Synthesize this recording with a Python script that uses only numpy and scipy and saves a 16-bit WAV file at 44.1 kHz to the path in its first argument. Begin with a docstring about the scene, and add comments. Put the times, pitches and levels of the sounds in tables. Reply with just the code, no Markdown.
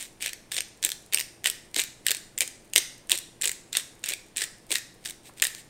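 """Hand-twisted pepper grinder in a kitchen

A pepper grinder is worked over a counter, about three twists a second. Short coloured noise bursts make
peppercorns snap, crumbs crunch and loose corns tick; decaying sines make the housing thud.
Grains of contact make the hand's slides. Early echoes and a hard room ring on over an appliance hum."""
import sys
import numpy as np
from scipy import signal
from scipy.fft import rfft, irfft, next_fast_len
from scipy.io import wavfile

SR = 44100
rng = np.random.default_rng(int(sys.argv[2]) if len(sys.argv) > 2 else 0)


def persist_wave(psi):
    """Save psi, clipped to +-1, as 16-bit WAV."""
    counts = np.round(np.clip(psi, -1, 1) * 32767).astype(np.int16)
    wavfile.write(sys.argv[1], SR, np.atleast_2d(counts).T)


N = 251097

# whole peppercorns snapping: start_s, relative level_db, body_over_treble_db, sparkle_db
CRACKS = [(0.0263, -31.5, -5, -1), (0.2244, -23.5, -3, -6), (0.2612, -22.5, -2.5, -8), (.332, -29, -2, -2),
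          (.52, -24.5, 1, -1), (0.5807, -22, 2, -14), (0.5853, -22.5, 8, -7), (.6059, -20.5, -3, 1),
          (0.8487, -11.5, -10.5, 4), (.8908, -24.5, -3, 10), (.902, -29, -7, 1), (.918, -22, 1, -1),
          (1.1347, -19.5, -6.5, 9), (1.1455, -10.5, -9.5, 3), (1.1733, -20, 6, -1), (1.1848, -23, 3, -5),
          (1.1951, -23, -1.5, 8), (1.201, -22, -6.5, 1), (1.2094, -23.5, 0, -1), (1.4582, -13, 7, -3),
          (1.4705, -18, -2, 2), (1.4997, -18.5, -6.5, 3), (1.7443, -26.5, -1, -2), (1.7631, -20.5, 8, -3),
          (1.7858, -21, -9, 0), (1.794, -17.5, 8, 0), (1.7987, -18, -4, 3), (1.8376, -26, -5, 10),
          (2.0662, -13, -2.5, 2.5), (2.0838, -16.5, 1, -7), (2.1075, -15.5, -2.5, 4),
          (2.1156, -15.5, -2, 2), (2.148, -25, -5, 5), (2.1683, -30, -10, -2), (2.3783, -22, -9, -16),
          (2.386, -23, -8, 7), (2.4067, -13.5, -5, 0.5), (2.4168, -22, 4, 7), (2.477, -28.5, -9, -8),
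          (2.735, -23, -3.5, -2), (2.7559, -21.5, -12, 4), (2.7603, -6.5, 2, -1), (2.779, -11.5, -6, -5),
          (2.7827, -16.5, -3.5, 0), (3.0961, -22, -5, 3), (3.1173, -9, 0.5, 1), (3.176, -25, -11, -1),
          (3.187, -27, -8, 3), (3.414, -24.5, -8, -9), (3.4207, -18.5, -9.5, -10), (3.4405, -22, -1, 8),
          (3.4555, -17, -11, -8), (3.4749, -19, -2.5, 5), (3.48, -20.5, -17, -15), (3.494, -22, -1.5, 2),
          (3.516, -24.5, -8, -1), (3.7296, -24.5, -1, -3), (3.7522, -22, 15, 7), (3.7696, -13, -4, -2),
          (4.0399, -24, -2.5, -6), (4.0599, -27.5, -4, -5), (4.0885, -21, -10, 0), (4.136, -23, -0.5, 0),
          (4.3703, -20.5, -10.5, -1), (4.3813, -23, 0, -4), (4.418, -24, 0, -6), (4.4215, -22, -1.5, -5),
          (4.4402, -25, -16, -3), (4.7168, -18.5, -0.5, 1), (4.723, -20.5, -5.5, -12),
          (4.7554, -16.5, 3.5, 5), (5.0583, -27, 5, -4), (5.3992, -32.5, 3, -2), (5.4211, -12.5, -9.5, 1),
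          (5.425, -13, 4.5, -3), (5.4386, -18, -2.5, 6), (5.4446, -20.5, -22, -5), (5.4513, -20, 3, -1),
          (5.4687, -21, -5, 1), (5.5489, -32.5, -3, 3)]
# twists of the burr: start_s, hardest_s, end_s, relative crunch_db, body_over_treble_db,
# body_ring_hz, burr_ring_hz, relative thud_db; one that ends before it starts has no crunch
TWISTS = [(0, 0.008, 0.024, -38, -7, 3020, 9000, -61), (0.206, .26, .3, -32, 1, 2600, 8900, -51),
          (0.517, 0.579, 0.59, -28, -1, 3560, 8700, -49), (.826, 0.851, 0.87, -24.5, -1, 3620, 8540, -43),
          (1.124, 1.143, 1.146, -25, 3, 2700, 9300, -42), (1.44, 1.471, 1.49, -22.5, -1, 2940, 9000, -47),
          (1.757, 1.768, 1.825, -24, -2.5, 3930, 7500, -34.5), (2.062, 2.1, 2.1, -31.5, 3, 2830, 8600, -48),
          (2.406, 2.418, 2.434, -20.5, 1, 2300, 7460, -39), (2.76, 2.761, 2.783, -21.5, 3, 2250, 9000, -35),
          (3.103, 3.126, 3.165, -25, -0.5, 3700, 8000, -38),
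          (3.431, 3.461, 3.464, -23.5, 1, 3570, 7800, -42),
          (3.727, 3.772, 3.812, -30.5, 2.5, 3530, 7050, -48),
          (4.037, 4.11, 4.14, -31, 1.5, 2370, 8300, -46), (4.363, 4.42, 4.45, -29, -1, 1870, 8440, -47),
          (4.705, 4.708, 4.79, -27, -2, 1950, 8380, -37), (5.047, 5.061, 5.112, -33, -3, 4000, 8900, -54),
          (5.419, 5.423, 5.27, -23, 1, 1800, 9000, -49)]
# tone colour of the grinder: frequency_hz, relative density_db (per Hz)
GRINDER_COLOUR = [(120, -32), (450, -14.5), (1000, -18.5), (1320, -16.5), (1720, -2.5), (2500, -0.05),
                  (3050, -1), (3700, 0.65), (4600, -4), (6200, -5.5), (7500, 0.5), (8800, 2.5),
                  (10600, -11.5), (12200, -8), (15500, -13.5)]


def amp(db):
    """Decibels to amplitude."""
    return 10 ** (np.asarray(db) / 20)


def unit(x):
    """Scale to rms 1."""
    return x / np.sqrt(np.mean(x ** 2) + 1e-20)


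def along(points, hz):
    """Read a curve of (Hz, value) points on a log frequency axis."""
    f, v = np.transpose(points)
    return np.interp(np.log(hz + 1), np.log(f + 1), v)


def add(track, s, sound):
    """Mix a sound into a track at time s, in seconds."""
    i = int(np.clip(round(s * SR), 0, N - 1))
    track[i:i + len(sound)] += sound[:N - i]


def filtered(x, response):
    """Multiply the spectrum of x by a gain that depends on frequency."""
    size = next_fast_len(N + SR // 2)
    gain = response(np.fft.rfftfreq(size, 1 / SR))
    return irfft(rfft(x, size) * gain, size)[:N]


def causal(gain_db, size=1024):
    """Minimum-phase impulse response of energy 1 with the given dB shape against Hz."""
    cepstrum = irfft(np.log(amp(gain_db(np.fft.rfftfreq(size, 1 / SR)))))
    # fold backward time onto forward time, so that the response starts at once
    cepstrum[1:size // 2] *= 2
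    cepstrum[size // 2 + 1:] = 0
    return unit(irfft(np.exp(rfft(cepstrum)))) / np.sqrt(size)


def strength(x):
    """Rms of the first 2 ms."""
    return np.sqrt(np.mean(x[:SR // 500] ** 2))


def snap(body_db, sparkle_db, ring_hz, size=512):
    """One fracture: a milliseconds-long noise burst, coloured by the grinder and one resonance."""
    t60_s, rise_s = 0.0085, 0.00013
    ring_db, ring_octaves = 7.0, 0.13
    split_hz, sparkle_hz = 5500, 10000
    t = np.arange(1, size + 1) / SR
    burst = rng.standard_normal(size) * amp(-60 * t / t60_s) * (1 - np.exp(-t / rise_s))

    def colour(hz):
        # low resonances ring more clearly than high ones
        clarity = min(1, 2500 / ring_hz)
        ring = ring_db * clarity * np.exp(-(np.log2((hz + 1) / ring_hz) / ring_octaves) ** 2)
        sparkle = sparkle_db * (1 + np.tanh((hz - sparkle_hz) / 900)) / 2
        return along(GRINDER_COLOUR, hz) + ring + sparkle

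    click = np.convolve(burst, causal(colour))[:size]
    # rebalance body against treble
    low_pass = 1 / (1 + (np.fft.rfftfreq(2 * size, 1 / SR) / split_hz) ** 10)
    body = irfft(rfft(click, 2 * size) * low_pass)[:size]
    treble = click - body
    click = amp(body_db) * body / strength(body) + treble / strength(treble)
    return click / strength(click)


def cracks():
    """Whole corns snap clearly, ringing the body or the burr at the pitches of the nearest twist."""
    thin_db = -1  # a snap with less body than this rings the burr
    out = np.zeros(N)
    for s, db, body_db, sparkle_db in CRACKS:
        *_, body_hz, burr_hz, _ = min(TWISTS, key=lambda twist: abs(twist[1] - s))
        ring_hz = burr_hz if body_db < thin_db else body_hz
        add(out, s, amp(db) * snap(body_db, sparkle_db, ring_hz))
    return out


def crunch(count=46):
    """Crumbs break in a quick uneven run, loudest where the hand presses hardest; chunks trail finer dust."""
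    rate_hz = 330
    start_db, end_db = -5.0, -6.0  # against the hardest point
    chunk_db, dust_db = 5, -1.5
    # scatter from crumb to crumb, per standard deviation; pitch as a log ratio
    size_scatter_db, colour_scatter_db, pitch_scatter = 3.4, 3.5, 0.099
    sparkle_centre_db = -1.5
    out = np.zeros(N)
    for start, hardest, end, db, body_db, ring_hz, *_ in TWISTS:
        times = start + (np.arange(count) + rng.random(count)) / rate_hz
        pressure_db = np.interp(times, [start, hardest, end], [start_db, 0, end_db])
        gains = amp(db + pressure_db)
        gains *= np.clip((end - times) * rate_hz, 0, 1)  # the burr stops
        chunks = np.cumsum(np.r_[0, rng.integers(2, 5, count)])  # a chunk every 2 to 4 crumbs
        gains *= amp(np.where(np.isin(np.arange(count), chunks), chunk_db, dust_db))
        scatter = np.clip(rng.standard_normal((count, 4)), -1.5, 1.5)
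        for s, gain, (size, colour, sparkle, pitch) in zip(times, gains, scatter):
            crumb = snap(body_db + colour_scatter_db * colour,
                         sparkle_centre_db + colour_scatter_db * sparkle,
                         ring_hz * np.exp(pitch_scatter * pitch))
            add(out, s, gain * amp(size_scatter_db * size) * crumb)
    return out


def slack():
    """The burr takes up its slack with a light tick just ahead of the first fracture of each later twist."""
    lead_s, level_db = 0.0059, -48.5  # the longest lead
    reach_s = .035  # how far from the twist's start a fracture may be
    out = np.zeros(N)
    for start, *_, burr_hz, _ in TWISTS[1:]:
        bite = min([start] + [s for s, *_ in CRACKS if abs(s - start) < reach_s])
        add(out, bite - lead_s * rng.uniform(0.36, 1), amp(level_db) * snap(-1, -5, burr_hz))
    return out


def thuds():
    """The housing jolts around a twist's hardest point and settles, ringing decaying low sine modes."""
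    # low modes of the housing: pitch_multiple, relative level_db, t60_s
    housing_modes = [(.62, -11, 0.042), (.86, -1, 0.072), (1.25, 4, 0.04), (1.7, -3.5, 0.034),
                     (2.3, -3.5, 0.023)]
    base_hz, sag_hz_per_db = 129.7, 7  # pitch at a thud level of 0 dB; lighter jolts ring higher
    settle_s, settle_db = .018, -5  # the burr seats again after each jolt
    attack_s = 0.001
    out, t = np.zeros(N), np.arange(SR // 10) / SR
    for _, hardest, *_, thud_db in TWISTS:
        for s, db in [(hardest, thud_db), (hardest + settle_s, thud_db + settle_db)]:
            pitch_hz = base_hz - sag_hz_per_db * db
            ring = np.zeros(len(t))
            for multiple, level_db, t60_s in housing_modes:
                decay = amp(level_db + rng.normal(0, 3.1) - 60 * t / t60_s)
                mode_hz = multiple * pitch_hz * rng.normal(1, 0.057)
                ring += decay * np.sin(2 * np.pi * (mode_hz * t + rng.random()))
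            add(out, s - .002, amp(db - 12.5) * unit(ring * (1 - np.exp(-t / attack_s))))
    return out


def grains(rate, spread_db):
    """Random tiny contacts, rate per second, ring in the grinder at rms 1."""
    sizes = rng.choice([-1, 1], N) * amp(spread_db * np.clip(rng.standard_normal(N), -2, 2))
    kicks = sizes * (rng.random(N) < rate / SR)
    ringing = causal(lambda hz: along(GRINDER_COLOUR, hz))
    return unit(signal.fftconvolve(kicks, ringing)[:N])


def handling():
    """Skin slides as swells of grains, loose corns tick at random and a fingertip lands as soft noise."""
    # hand slides on the housing: middle_s, length_s (width at 1/e), relative level_db
    slide_table = [(.005, 0.11, -37), (2.059, .02, -46.5), (4.7, 0.014, -45), (5.03, 0.052, -57),
                   (5.269, 0.049, -47), (5.38, 0.02, -44), (5.588, 0.051, -44.5)]
    # fingertip on the hopper: start_s, relative level_db, ring_hz
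    fingertip = (5.291, -52, 1000)
    t = np.arange(N) / SR
    grip = sum(amp(db) * np.exp(-(2 * (t - s) / length) ** 2) for s, length, db in slide_table)
    out = amp(-2) * grip * grains(rate=1700, spread_db=3)

    for place, size, pitch in rng.random((70, 3)):
        tick = snap(-11, 3, 8000 + 1500 * pitch)
        add(out, place * N / SR, amp(-58 + 11.0 * size ** 2) * tick)

    s, db, ring_hz = fingertip
    touch = rng.standard_normal(SR // 20) * amp(-60 * t[:SR // 20] / 0.046)
    # 14 dB an octave down on either side of the ring
    pad = causal(lambda hz: -np.minimum(60, 14 * np.abs(np.log2((hz + 1) / ring_hz))))
    add(out, s, amp(db - 8.5) * unit(np.convolve(touch, pad)))
    return out


def counter(x, count=10):
    """Early copies from the hands, the board and the worktop, with new delays every 0.1 s."""
    out = np.zeros(N)
    for a in range(0, N, SR // 10):
        paths = np.zeros(SR // 20)
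        delays_s = rng.uniform(.002, .016, count)
        taps = np.minimum(delays_s * SR, len(paths) - 1).astype(int)
        paths[taps] = rng.standard_normal(count)
        echoes = signal.fftconvolve(x[a:a + SR // 10], paths / np.linalg.norm(paths))
        add(out, a / SR, echoes)
    return out


def kitchen(x):
    """Diffuse room tails of fading noise; changing directions of sound meet a new tail every 1/120 s."""
    # decay of the room: frequency_hz, t60_s
    room_decay = [(300, 0.39), (800, 0.25), (1800, 0.52), (3000, 0.44), (5500, 0.48), (9000, 0.46),
                  (15000, 0.28)]
    # colour of the room's answer: frequency_hz, relative level_db
    wall_colour = [(200, -7.5), (1300, 4.5), (1750, 2.5), (3000, -2), (5700, 5), (8500, -2.5), (10000, 0),
                   (15000, 0)]
    build_s = 0.0035
    out, step = np.zeros(N), SR // 120
    hz, t, z = signal.stft(rng.standard_normal((24, SR // 2)), SR, nperseg=256)
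    fade_db = along(wall_colour, hz)[:, None] - 60 * t / along(room_decay, hz)[:, None]
    fade = amp(fade_db) * (1 - np.exp(-t / build_s))
    tails = signal.istft(z * fade, SR, nperseg=256)[1]
    for k, a in enumerate(range(0, N, step)):
        tail = tails[k % len(tails)]
        add(out, a / SR, signal.fftconvolve(x[a:a + step], tail / np.linalg.norm(tail)))
    return out


def background():
    """An appliance hums in steady sines under a soft rush of air made of shaped noise."""
    # colour of the air: frequency_hz, relative density_db (per Hz)
    air_colour = [(5, -5), (28, 2), (50, -10.5), (100, -5), (160, -4.5), (350, -5), (700, -11),
                  (1300, -18.5), (1900, -18.5), (3000, -21), (8200, -28.5), (8900, -20), (10800, -29),
                  (15500, -36)]
    # hum tones: frequency_hz, rms level_db
    hum_tones = [(120, -68), (333, -70.5)]
    t = np.arange(N) / SR
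    hum = np.zeros(N)
    for hz, db in hum_tones:
        hum += amp(db) * np.sqrt(2) * np.sin(2 * np.pi * (hz * t + rng.random()))
    air = filtered(rng.standard_normal(N), lambda hz: amp(along(air_colour, hz)))
    return hum + amp(-56.0) * unit(air)


def scene():
    """The grinder, its near echoes and the room, over the kitchen's hum."""
    grinder = cracks() + amp(-3.0) * crunch() + slack() + thuds() + handling()
    echoes = amp(-13) * counter(grinder)
    room = amp(-13.0) * kitchen(grinder)
    return (grinder + echoes + room + background())[None]


def record(dry):
    """Round off the highest peaks by soft saturation, then cut steeply above the band limit."""
    ceiling, top_hz = .9, 15750
    held = dry[0] / (1 + np.abs(dry[0] / ceiling) ** 6) ** (1 / 6)
    return filtered(held, lambda hz: 1 / np.sqrt(1 + (hz / top_hz) ** 200))[None]


dry = scene()
out = record(dry)
persist_wave(out)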